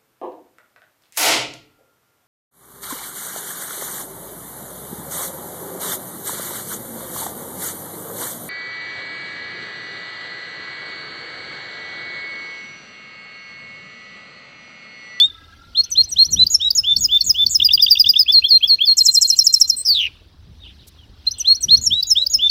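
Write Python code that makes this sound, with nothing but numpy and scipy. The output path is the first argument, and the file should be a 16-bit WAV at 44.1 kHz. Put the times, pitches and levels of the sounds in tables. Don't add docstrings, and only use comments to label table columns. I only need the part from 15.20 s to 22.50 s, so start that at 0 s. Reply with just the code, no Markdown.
import sys
import numpy as np
from scipy import signal
from scipy.fft import rfft, irfft, next_fast_len
from scipy.io import wavfile
from scipy.ndimage import uniform_filter1d

SR = 44100
rng = np.random.default_rng(int(sys.argv[2]) if len(sys.argv) > 2 else 0)


def voltage_ratio(level):
    return 10 ** (np.asarray(level, float) / 20)


def store_pcm(level_fs):
    pcm = np.round(np.clip(level_fs, -1, 1) * 32767).astype(np.int16)
    wavfile.write(sys.argv[1], SR, np.atleast_2d(pcm).T)


N = 321930
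T = np.arange(N) / SR

# [f/Hz, density/dB]
RUMBLE = [(20, -31), (45, -5), (80, 0), (200, -8), (400, -22), (800, -37)]
# [t/s, peak level/dB]
PUFFS = [(.8, -47), (.98, -44), (1.118, -41), (1.209, -38), (1.599, -48), (1.779, -35), (1.869, -44.5),
         (2.079, -41), (2.279, -45), (2.43, -40), (2.54, -45.5), (2.899, -47), (5.29, -43), (5.65, -51),
         (5.95, -47.5), (6.5, -35), (6.6, -40.5), (6.708, -37), (7.18, -49)]
# [f/Hz, density/dB]
ROOM_HUSH = [(150, -11.5), (300, -10), (500, -18.5), (2300, -23), (3800, -15), (5900, -24.5), (6600, -35),
             (15500, -39.5)]
# [t/s, width/s, sinking/dB]
DUCKS = [
    (5.17, 0.2, 5),
    (5.92, .1, 2.5),
]
# [t/s, length/s, first f/Hz, last f/Hz, rms level/dB]
FAR_COOS = [
    (0.034, .73, 1289, 1418, -56),
    (0.05, .5, 2000, 2120, -65),
    (0.057, .46, 1630, 1640, -57.5),
    (5.403, .05, 3760, 3600, -44),
    (5.78, .08, 3350, 2800, -51),
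    (6.951, .3, 514, 618, -58),
    (6.98, .3, 590, 560, -59),
    (4.6, .25, 510, 500, -65),
]
FAR_CHATTER = [
    (0.633, .082, 3630, 2600, -48.5),
    (5.432, .1, 3400, 3020, -45),
    (5.58, .075, 4100, 2900, -55),
    (6.14, .14, 3424, 2780, -46.5),
    (4.87, .09, 2900, 2800, -52),
    (4.08, .11, 3100, 2900, -49),
]

# [low f/Hz, high f/Hz]
HAZE_BANDS = [(2500, 4100), (4100, 6400)]
# [low f/Hz, whistle f/Hz, whistle share 0-1]
REBUILT_BANDS = [(6400, 6718, .1), (7200, 7655, .1), (8000, 8442, .1), (8900, 9474, 0), (10300, 11455, .1),
                 (12060, 12576, .1), (13100, 13609, .2), (14200, 14600, .05), (14900, 15331, .3)]
REBUILT_DB = [-6, -2.5, -10.5, -12, 2, -3, 3.5, 6, 4.5]
# [order, low f/Hz, high f/Hz]
OVERTONES = [(2, 6400, 7000), (2, 7000, 9200), (2, 9400, 12300), (2, 12300, 15600), (3, 13500, 15600),
             (4, 12700, 14000), (3, 8500, 9900), (3, 12100, 13300)]
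OVERTONE_DB = [-42, -30, -24, -24, -24.5, -36, -33, -37]
# [from t/s, to t/s, f/Hz, level/dB]
HANGING = [
    (3.77, 4.57, 12576, -27),
    (1.77, 2.42, 15331, -28),
    (3.77, 4.15, 8442, -33),
]

# [t/s, length/s, rms level/dB, whistle share 0-1]
HIGH = [(1.107, .02, -31.5, .41), (1.301, 0.043, -18.5, .89), (1.34, .016, -31, .97),
        (1.551, 0.026, -16.5, 0.94), (1.783, 0.02, -28.5, .05), (1.807, .04, -18, 0.95),
        (2.041, .02, -26.5, .13), (2.064, 0.027, -18.5, .83), (2.295, 0.017, -26, .05),
        (2.307, .035, -20, .48), (3.77, .024, -18.5, .39), (3.831, 0.02, -28, .05),
        (3.851, .023, -16.5, .41), (3.913, .021, -26, .05), (3.936, .029, -20, .05),
        (4.012, 0.021, -16.5, .3), (4.074, 0.024, -22, .33), (4.164, .027, -25, .18),
        (4.241, 0.03, -20, .52), (4.326, .026, -20.5, .18), (4.4, 0.017, -22.5, .21),
        (4.476, .03, -27, .59), (6.614, 0.022, -27.5, .73), (6.637, 0.03, -21.5, .71),
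        (6.869, 0.041, -25.5, .95), (7.098, .047, -23.5, 0.97)]
HIGHEST = [
    (0.702, 0.014, -39, 0.2),
    (0.89, .022, -34.5, 0.54),
    (4.563, .059, -25, .5),
    (6.184, 0.01, -32.5, 0.33),
    (6.407, .022, -32.5, .23),
]
# [t/s, pitch f/Hz, rms level/dB, throb f/Hz, throb depth 0-1]
BUZZ = [
    (4.647, 5606, -24, 185.7, 0.6),
    (4.685, 5000, -16.5, 198.6, 0.32),
    (4.705, 4550, -12.5, 203.1, 0.05),
    (4.73, 4388, -14.5, 206.5, 0.2),
    (4.741, 4298, -27.5, 148, 0.56),
    (4.748, 3883, -20, 128.9, 0.4),
    (4.81, 3052, -19.5, 139.2, 0.46),
    (4.87, 2624, -27, 150.4, 0.77),
    (4.89, 2330, -46, 162, 0.05),
]

# [t/s, length/s, settled f/Hz, level near the end/dB, lead-in level/dB]
WHISTLES = [(0.547, 0.065, 4312, -7.5, -18), (0.749, 0.069, 4245, -3.5, -17.5),
            (0.958, 0.076, 4260, -2.5, -17), (1.158, 0.081, 4043, -3.5, -19.5),
            (1.395, 0.092, 3854, -10.5, -14.5), (6.243, 0.087, 4288, -4.5, -17.5),
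            (6.481, 0.073, 4267, -2, -13), (6.7, 0.11, 3917, -14.5, -9.5), (6.95, 0.093, 3914, -16, -8.5)]
WARBLES = [(1.632, 0.1, 3560, -6.5, -19), (1.882, 0.095, 3560, -5.5, -22.5), (2.141, 0.1, 3538, -8, -19.5),
           (7.184, 0.093, 3552, -6.5, -18.5)]
SLIDES = [(3.118, 0.077, 4198, -3.5, -11.5), (3.282, 0.097, 4193, -4, -16), (3.472, 0.08, 4224, -5, -17),
          (3.65, 0.086, 4240, -5.5, -18.5)]
HOOTS = [(3.058, 0.053, 3566, -7.5, -23.5), (3.218, 0.042, 3387, -6, -21),
         (3.405, 0.047, 3380, -5.5, -25.5), (3.584, 0.045, 3376, -6.5, -21)]
DROPS = [(2.434, 0.039, 4783, -8.5, -22), (2.523, .034, 4760, -7, -22), (2.611, .040, 4703, -7, -22),
         (2.697, 0.039, 4635, -5, -22), (2.785, .036, 4795, -5, -22), (2.879, .034, 4804, -6, -22),
         (2.976, .044, 4930, -7, -22)]
CRACKS = [(4.091, .024, 4900, -11.5, -20), (4.180, .022, 4900, -7.5, -20), (4.259, .021, 4810, -8.5, -20),
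          (4.331, .021, 4880, -7.5, -20), (4.403, .024, 4916, -7.5, -19.5), (4.490, .02, 4890, -11.5, -20)]
# (first f/Hz, f/Hz where the lead-in hands over, glide share of the length,
# overlap/s, attack/s, growth/dB, release/s)
WHISTLE, WARBLE = (2900, 3763, .26, .0067, .013, 4.5, .0082), (2780, 3140, .26, .018, .025, 12, .0074)
SLIDE, HOOT = (5355, 4890, .24, .014, .018, 1, .012), (2400, 2825, .42, .002, .021, .6, .01)
DROP, CRACK = (5950, 5350, .32, .15, .004, -4, .009), (6500, 5900, .5, .24, .0025, -12.5, .008)

# [t/s, length/s, last f/Hz, peak level/dB]
FLICKS = [(0.637, .018, 6240, -22.5), (0.835, .021, 6220, -22.5), (1.047, .023, 6030, -16),
          (1.769, .006, 5600, -12), (2.014, .007, 5600, -16), (2.269, .008, 5600, -17),
          (6.112, .016, 6180, -20), (6.348, .019, 5984, -19), (6.57, .017, 6090, -16.5)]
CHIRPS = [(1.267, .0051, 5300, -7), (1.505, .0064, 5430, -5), (6.827, .008, 5406, -8.5),
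          (7.064, .009, 5440, -9), (7.296, .008, 4897, -6)]
TAPS = [(1.764, 0.004, 4300, -5), (2.009, 0.005, 4233, -5), (2.265, 0.0037, 4360, -3),
        (3.021, 0.013, 4400, -15)]
SWOOPS = [(0.711, 0.023, 5830, -14.5), (0.911, 0.029, 5730, -16.5), (1.12, 0.031, 5620, -8.5),
          (1.339, 0.021, 5205, -2.5), (1.568, 0.035, 5053, -6.5), (1.836, 0.029, 4863, -6.5),
          (2.089, 0.029, 4925, -4), (2.343, 0.026, 4956, -5), (6.195, 0.025, 5830, -15),
          (6.424, 0.028, 5696, -11.5), (6.66, 0.022, 5324, -6), (6.897, 0.038, 5077, -4.5),
          (7.131, 0.032, 5040, -5.5)]
DIPS = [(2.402, 0.005, 2750, -8), (2.49, 0.006, 2600, -11), (2.578, 0.006, 2690, -12),
        (2.666, 0.005, 2800, -9), (2.755, 0.006, 2550, -14.5), (2.844, .006, 2747, -12),
        (2.938, 0.008, 2614, -16)]
LIFTS = [(-.028, .1, 3738, -5.5), (2.418, .015, 3700, -5.5), (2.505, 0.017, 3740, -9),
         (2.594, 0.017, 3706, -9.5), (2.679, .013, 3807, -11), (2.771, 0.0079, 3745, -9.5),
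         (2.859, .021, 3736, -7.5), (2.957, .021, 3700, -5.5)]
OPENERS = [(6.068, 0.019, 4240, -8.5)]
SWEEPS = [(3.778, .024, 4980, -5.5), (3.856, .025, 4910, -5.5), (3.946, .022, 4900, -6.5),
          (4.016, .026, 4910, -6)]
PIPS = [(-.006, .016, 4400, -11.5), (3.264, 0.011, 3490, -16), (3.455, 0.012, 3453, -17),
        (3.634, 0.01, 3497, -14.5), (3.805, 0.02, 4215, -2.5), (3.881, .023, 4178, -4),
        (3.97, 0.019, 4182, -3), (4.045, 0.022, 4217, -6), (4.121, .026, 4203, -11.5),
        (4.206, .024, 4184, -11.5), (4.284, 0.032, 4173, -16), (4.356, .027, 4167, -14.5),
        (4.432, 0.032, 4153, -17.5), (4.511, 0.042, 4190, -18.5), (4.57, .07, 4190, -34),
        (6.8, .13, 3920, -33), (7.018, .014, 4023, -12)]
FLICK, CHIRP, TAP = (4348.5, 4.5, 1.16, -2.5, .62), (4326.5, .58, 1.68, 2.5, 1.25), (4747, 2.5, 1.5, -4.5, 1.3)
SWOOP, DIP, LIFT = (6980, 5.5, 1.51, 270, 1.37), (3649, 3, 1.36, 0, .7), (3090, 2.3, 1.17, .5, 1.05)
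SWEEP, PIP, OPENER = (6760, 3, 1.15, .99, .85), (None, 1.1, 1.05, 0, .94), (3749, 3, .9, 0, 1.1)

FRAME, FRAME_START = 2048, 807


def noise(shape):
    hz, db = np.transpose(shape)
    f = np.fft.rfftfreq(N, 1 / SR) + 1
    gain = voltage_ratio(np.interp(np.log(f), np.log(hz), db))
    x = irfft(rfft(rng.standard_normal(N)) * gain, N)
    return x / x.std()


def band(x, lo_hz, hi_hz):
    return signal.sosfiltfilt(signal.butter(4, [lo_hz, hi_hz], "band", fs=SR, output="sos"), x)


def walk(rate, n=N):
    k = int(SR / rate)
    steps = np.repeat(rng.standard_normal(n // k + 1), k)
    return 1.3 * uniform_filter1d(uniform_filter1d(steps, k), k)[:n]


def span(start, length):
    at = slice(max(int(start * SR), 0), min(int((start + length) * SR), N))
    return at, np.clip((T[at] - start) / length, 0, 1)


def ramp(u):
    return np.sin(np.pi / 2 * np.clip(u, 0, 1)) ** 2


def tone(hz):
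    return np.exp(2j * np.pi * np.cumsum(hz) / SR)


def hiss(hz, width_hz):
    slow = walk(width_hz, len(hz)) + 1j * walk(width_hz, len(hz))
    return (slow * tone(hz)).real / np.std(slow.real)


def hold(power, size):
    first = size - FRAME_START % size
    blocks = np.pad(power, (first, size - (N + first) % size)).reshape(-1, size)
    cells = np.repeat(blocks.mean(axis=1), size)
    return uniform_filter1d(cells[first:first + N], size=90) + 1e-14


def patchy(x, spread_db):
    _, _, cells = signal.stft(x, nperseg=1024)
    chance = rng.standard_normal((cells.shape[0] // 8 + 1, cells.shape[1]))
    error_db = spread_db * np.repeat(chance, 8, axis=0)[:len(cells)]
    return signal.istft(cells * voltage_ratio(error_db), nperseg=1024)[1][:N]


def air_on_port(calm):
    gusts = voltage_ratio(-59) + sum(voltage_ratio(db) * np.exp(-((T - s) / .045) ** 2) for s, db in PUFFS)
    rumble = band(noise(RUMBLE), 25, 710) * gusts * calm * voltage_ratio(3.2 * walk(25))
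    hum = calm * voltage_ratio(-48.5 + 1.7 * walk(3.6)) * hiss(np.full(N, 70), 79)
    return rumble + hum


def room_hush(calm):
    hush = noise(ROOM_HUSH) * voltage_ratio(-54.5 + walk(3)) * calm ** .3
    sunk = voltage_ratio(-sum(db * np.exp(-((T - s) / w) ** 2) for s, w, db in DUCKS))
    return hush + (sunk - 1) * band(hush, 1800, 15000)


def far_birds():
    out = np.zeros(N)
    for calls, width in [(FAR_COOS, .08), (FAR_CHATTER, .45)]:
        for start, length, hz0, hz1, db in calls:
            at, u = span(start, length)
            swell = np.abs(np.sin(np.pi * u ** .7)) ** .6
            out[at] += voltage_ratio(db) * swell * hiss(hz0 + (hz1 - hz0) * u, width * hz1)
    return out


def perch_tick():
    out = np.zeros(N)
    at, u = span(5.664, .035)
    out[at] = voltage_ratio(-42) * np.hanning(len(u)) * band(rng.standard_normal(len(u)), 3300, 15500)
    return out


def background():
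    calm = voltage_ratio(-5.5 * np.exp(-((T - 3.8) / .69) ** 2))
    return air_on_port(calm) + perch_tick() + patchy(room_hush(calm) + far_birds(), spread_db=3.5)


def echo(x, t60=.45):
    t = np.arange(SR // 2) / SR
    walls = 0
    for decay_s, db in [(t60, -28), (.084, -18.5)]:
        tail = rng.standard_normal(len(t)) * (t > .003) * np.exp(-np.log(1000) * t / decay_s)
        walls = walls + voltage_ratio(db) * tail / np.linalg.norm(tail)
    return signal.fftconvolve(x, walls)[:N]


def haze(x, lo_hz, hi_hz):
    size = uniform_filter1d(np.abs(band(x, lo_hz, hi_hz)), size=130)
    change = np.abs(size - np.roll(size, shift=130))
    spread = np.sqrt(hold(change ** 2, size=FRAME))
    change = voltage_ratio(-6.5) * uniform_filter1d(change, size=1200) + voltage_ratio(-8.5) * spread
    fill = band(rng.standard_normal(N), lo_hz, hi_hz)
    return (voltage_ratio(-50.5) * uniform_filter1d(size, size=1500) + voltage_ratio(-19.01) * change) * fill / fill.std()


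def reflect_and_haze(x):
    return x + patchy(echo(x) + sum(haze(x, *edges) for edges in HAZE_BANDS), spread_db=6.5)


def link_treble(low, overtones, size):
    out, white = np.zeros(N), rng.standard_normal(N)
    turning = signal.hilbert(band(low, 880, 6500), next_fast_len(N))[:N]
    copies = [(turning * np.exp(2j * np.pi * up_hz * T)).real for up_hz in (5512.5, 9646.9)]
    limit = voltage_ratio(2 * -18) * hold(turning.real ** 2, size=512)
    tops = [b[0] for b in REBUILT_BANDS[1:]] + [15700]
    for (lo, hz, share), hi, db in zip(REBUILT_BANDS, tops, REBUILT_DB):
        part, fill, copy = (band(x, lo, hi) for x in (overtones, white, copies[lo > 12000]))
        lingering = voltage_ratio(2 * -14) * hold(part ** 2, size=FRAME)
        level = np.sqrt(hold(part ** 2, size=512) + lingering)
        whistle = np.sqrt(2 * share) * np.sin(2 * np.pi * hz * T)
        fill = np.sqrt(1 - share) * fill / fill.std() + whistle
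        have = hold(copy ** 2, size=512)
        lack = np.sqrt(voltage_ratio(2 * -12) + limit / (have + limit))
        out += voltage_ratio(db) * level * (lack * fill + copy / np.sqrt(have + limit))
    effort = np.sqrt(hold(size ** 2, size=512) + voltage_ratio(-30) * hold(size ** 2, size=FRAME))
    for start, end, hz, db in HANGING:
        at, _ = span(start, end - start)
        out[at] += voltage_ratio(db) * effort[at] * np.sin(2 * np.pi * hz * T[at])
    return out


def voice_overtones(z, size):
    out = voltage_ratio(-62) * size * rng.standard_normal(N)
    for (order, lo, hi), db in zip(OVERTONES, OVERTONE_DB):
        out += voltage_ratio(db) * band((size * (z / size) ** order).real, lo, hi)
    return out


def high_notes():
    heard, sung = np.zeros(N), np.zeros(N, complex)
    notes = [(*n, 7460 - 676 * n[3], 6718) for n in HIGH] + [(*n, 7840, 8442) for n in HIGHEST]
    for start, length, db, share, hz, whistle_hz in notes:
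        at, u = span(start - .001, length + .00067)
        gate = voltage_ratio(db) * signal.windows.tukey(len(u), .2)
        whistle = np.sqrt(2 * share) * np.sin(2 * np.pi * whistle_hz * T[at])
        heard[at] += gate * (whistle + np.sqrt(1 - share) * hiss(hz + 150 + 0 * u, 1500 - 700 * share))
        sung[at] += 1.4 * gate * tone(hz + 250 * walk(32, len(u)))
    return heard, sung


def buzz():
    s, *columns = np.transpose(BUZZ)
    at, _ = span(s[0], s[-1] - s[0])
    hz, db, rate, depth = (np.interp(T[at], s, c) for c in columns)
    n = len(hz)
    throb = tone(rate * (1 + .35 * walk(120, n)))
    level = 1.83 * voltage_ratio(db) * (1 + depth * throb.real) * voltage_ratio(1.9 * depth * walk(400, n))
    pitch = hz * (1 + depth * (.11 * throb.imag + .03 * walk(500, n)))
    rasp = voltage_ratio(db - 4.5) * depth * (1 + throb.real) * hiss(hz, 1300)
    z = np.zeros(N, complex)
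    z[at] = (level * tone(pitch) + rasp) * signal.windows.tukey(n, .06)
    return z


def held(waver, notes, first_hz, hand_hz, glide, overlap_s, attack_s, growth_db, release_s, flutter=0):
    out = np.zeros(N, complex)
    power = 1.63
    for start, length, hz, db, lead_db in notes:
        at, u = span(start, length + .004)
        left = np.clip((hand_hz - hz) / (first_hz - hz), .05, .9)
        hand = glide * (-np.log(left)) ** (1 / power)
        lead = voltage_ratio(lead_db) * ramp(u / hand / .79) ** .7
        lead *= ramp(((hand - u) * length + overlap_s) / (overlap_s + .0039))
        full = voltage_ratio(db - growth_db * (.85 - u).clip(0) / (1 - hand))
        full *= ramp((u - hand) * length / attack_s) * ramp((1 - u) * length / release_s)
        pitch = hz + (first_hz - hz) * np.exp(-(u / glide) ** power)
        shut = ramp((1 - u) * length / .003)
        beat = 1 + flutter * (1 - .7 * u) * np.sin(2 * np.pi * 206 * T[at])
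        out[at] += shut * (lead + full) * beat * tone(pitch * waver[at])
    return out


def quick(waver, notes, first_hz, settle, ease, hook_hz, late):
    out = np.zeros(N, complex)
    for start, length, hz, db in notes:
        at, u = span(start - .003, length + .0061)
        left = (np.exp(-settle * u ** ease) - np.exp(-settle)) / (1 - np.exp(-settle))
        pitch = hz + ((first_hz or hz) - hz) * left + hook_hz * u ** 6
        swell = np.abs(np.sin(np.pi * u ** late)) ** 1.25
        out[at] += voltage_ratio(db) * swell * tone(pitch * waver[at])
    return out


def finch():
    waver = 1 + .0025 * walk(150)
    z = held(waver, WARBLES, *WARBLE, flutter=.3)
    for notes, kind in [(WHISTLES, WHISTLE), (SLIDES, SLIDE), (HOOTS, HOOT), (DROPS, DROP), (CRACKS, CRACK)]:
        z += held(waver, notes, *kind)
    for notes, kind in [(FLICKS, FLICK), (CHIRPS, CHIRP), (TAPS, TAP), (SWOOPS, SWOOP), (DIPS, DIP),
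                        (LIFTS, LIFT), (OPENERS, OPENER), (SWEEPS, SWEEP), (PIPS, PIP)]:
        z += quick(waver, notes, *kind)
    return z * voltage_ratio(.5 * walk(300))


def scene():
    heard, sung = high_notes()
    rasp = buzz()
    low = finch() + rasp
    z = low + sung
    size = np.abs(z) + 1e-6
    overtones = voice_overtones(z, size)
    octave = voltage_ratio(-27) * band((rasp * rasp / size).real * voltage_ratio(6 * walk(900)), 4400, 6400)
    near = reflect_and_haze(low.real + heard + octave) + background()
    return (near + link_treble(near, overtones + echo(overtones, t60=.2), size))[None]


def band_limit(x):
    return signal.sosfilt(signal.butter(12, 15780, fs=SR, output="sos"), x)


def record(dry):
    mix = np.clip(dry, -.995, .995)
    return band_limit(mix)


dry = scene()
out = record(dry)
store_pcm(out)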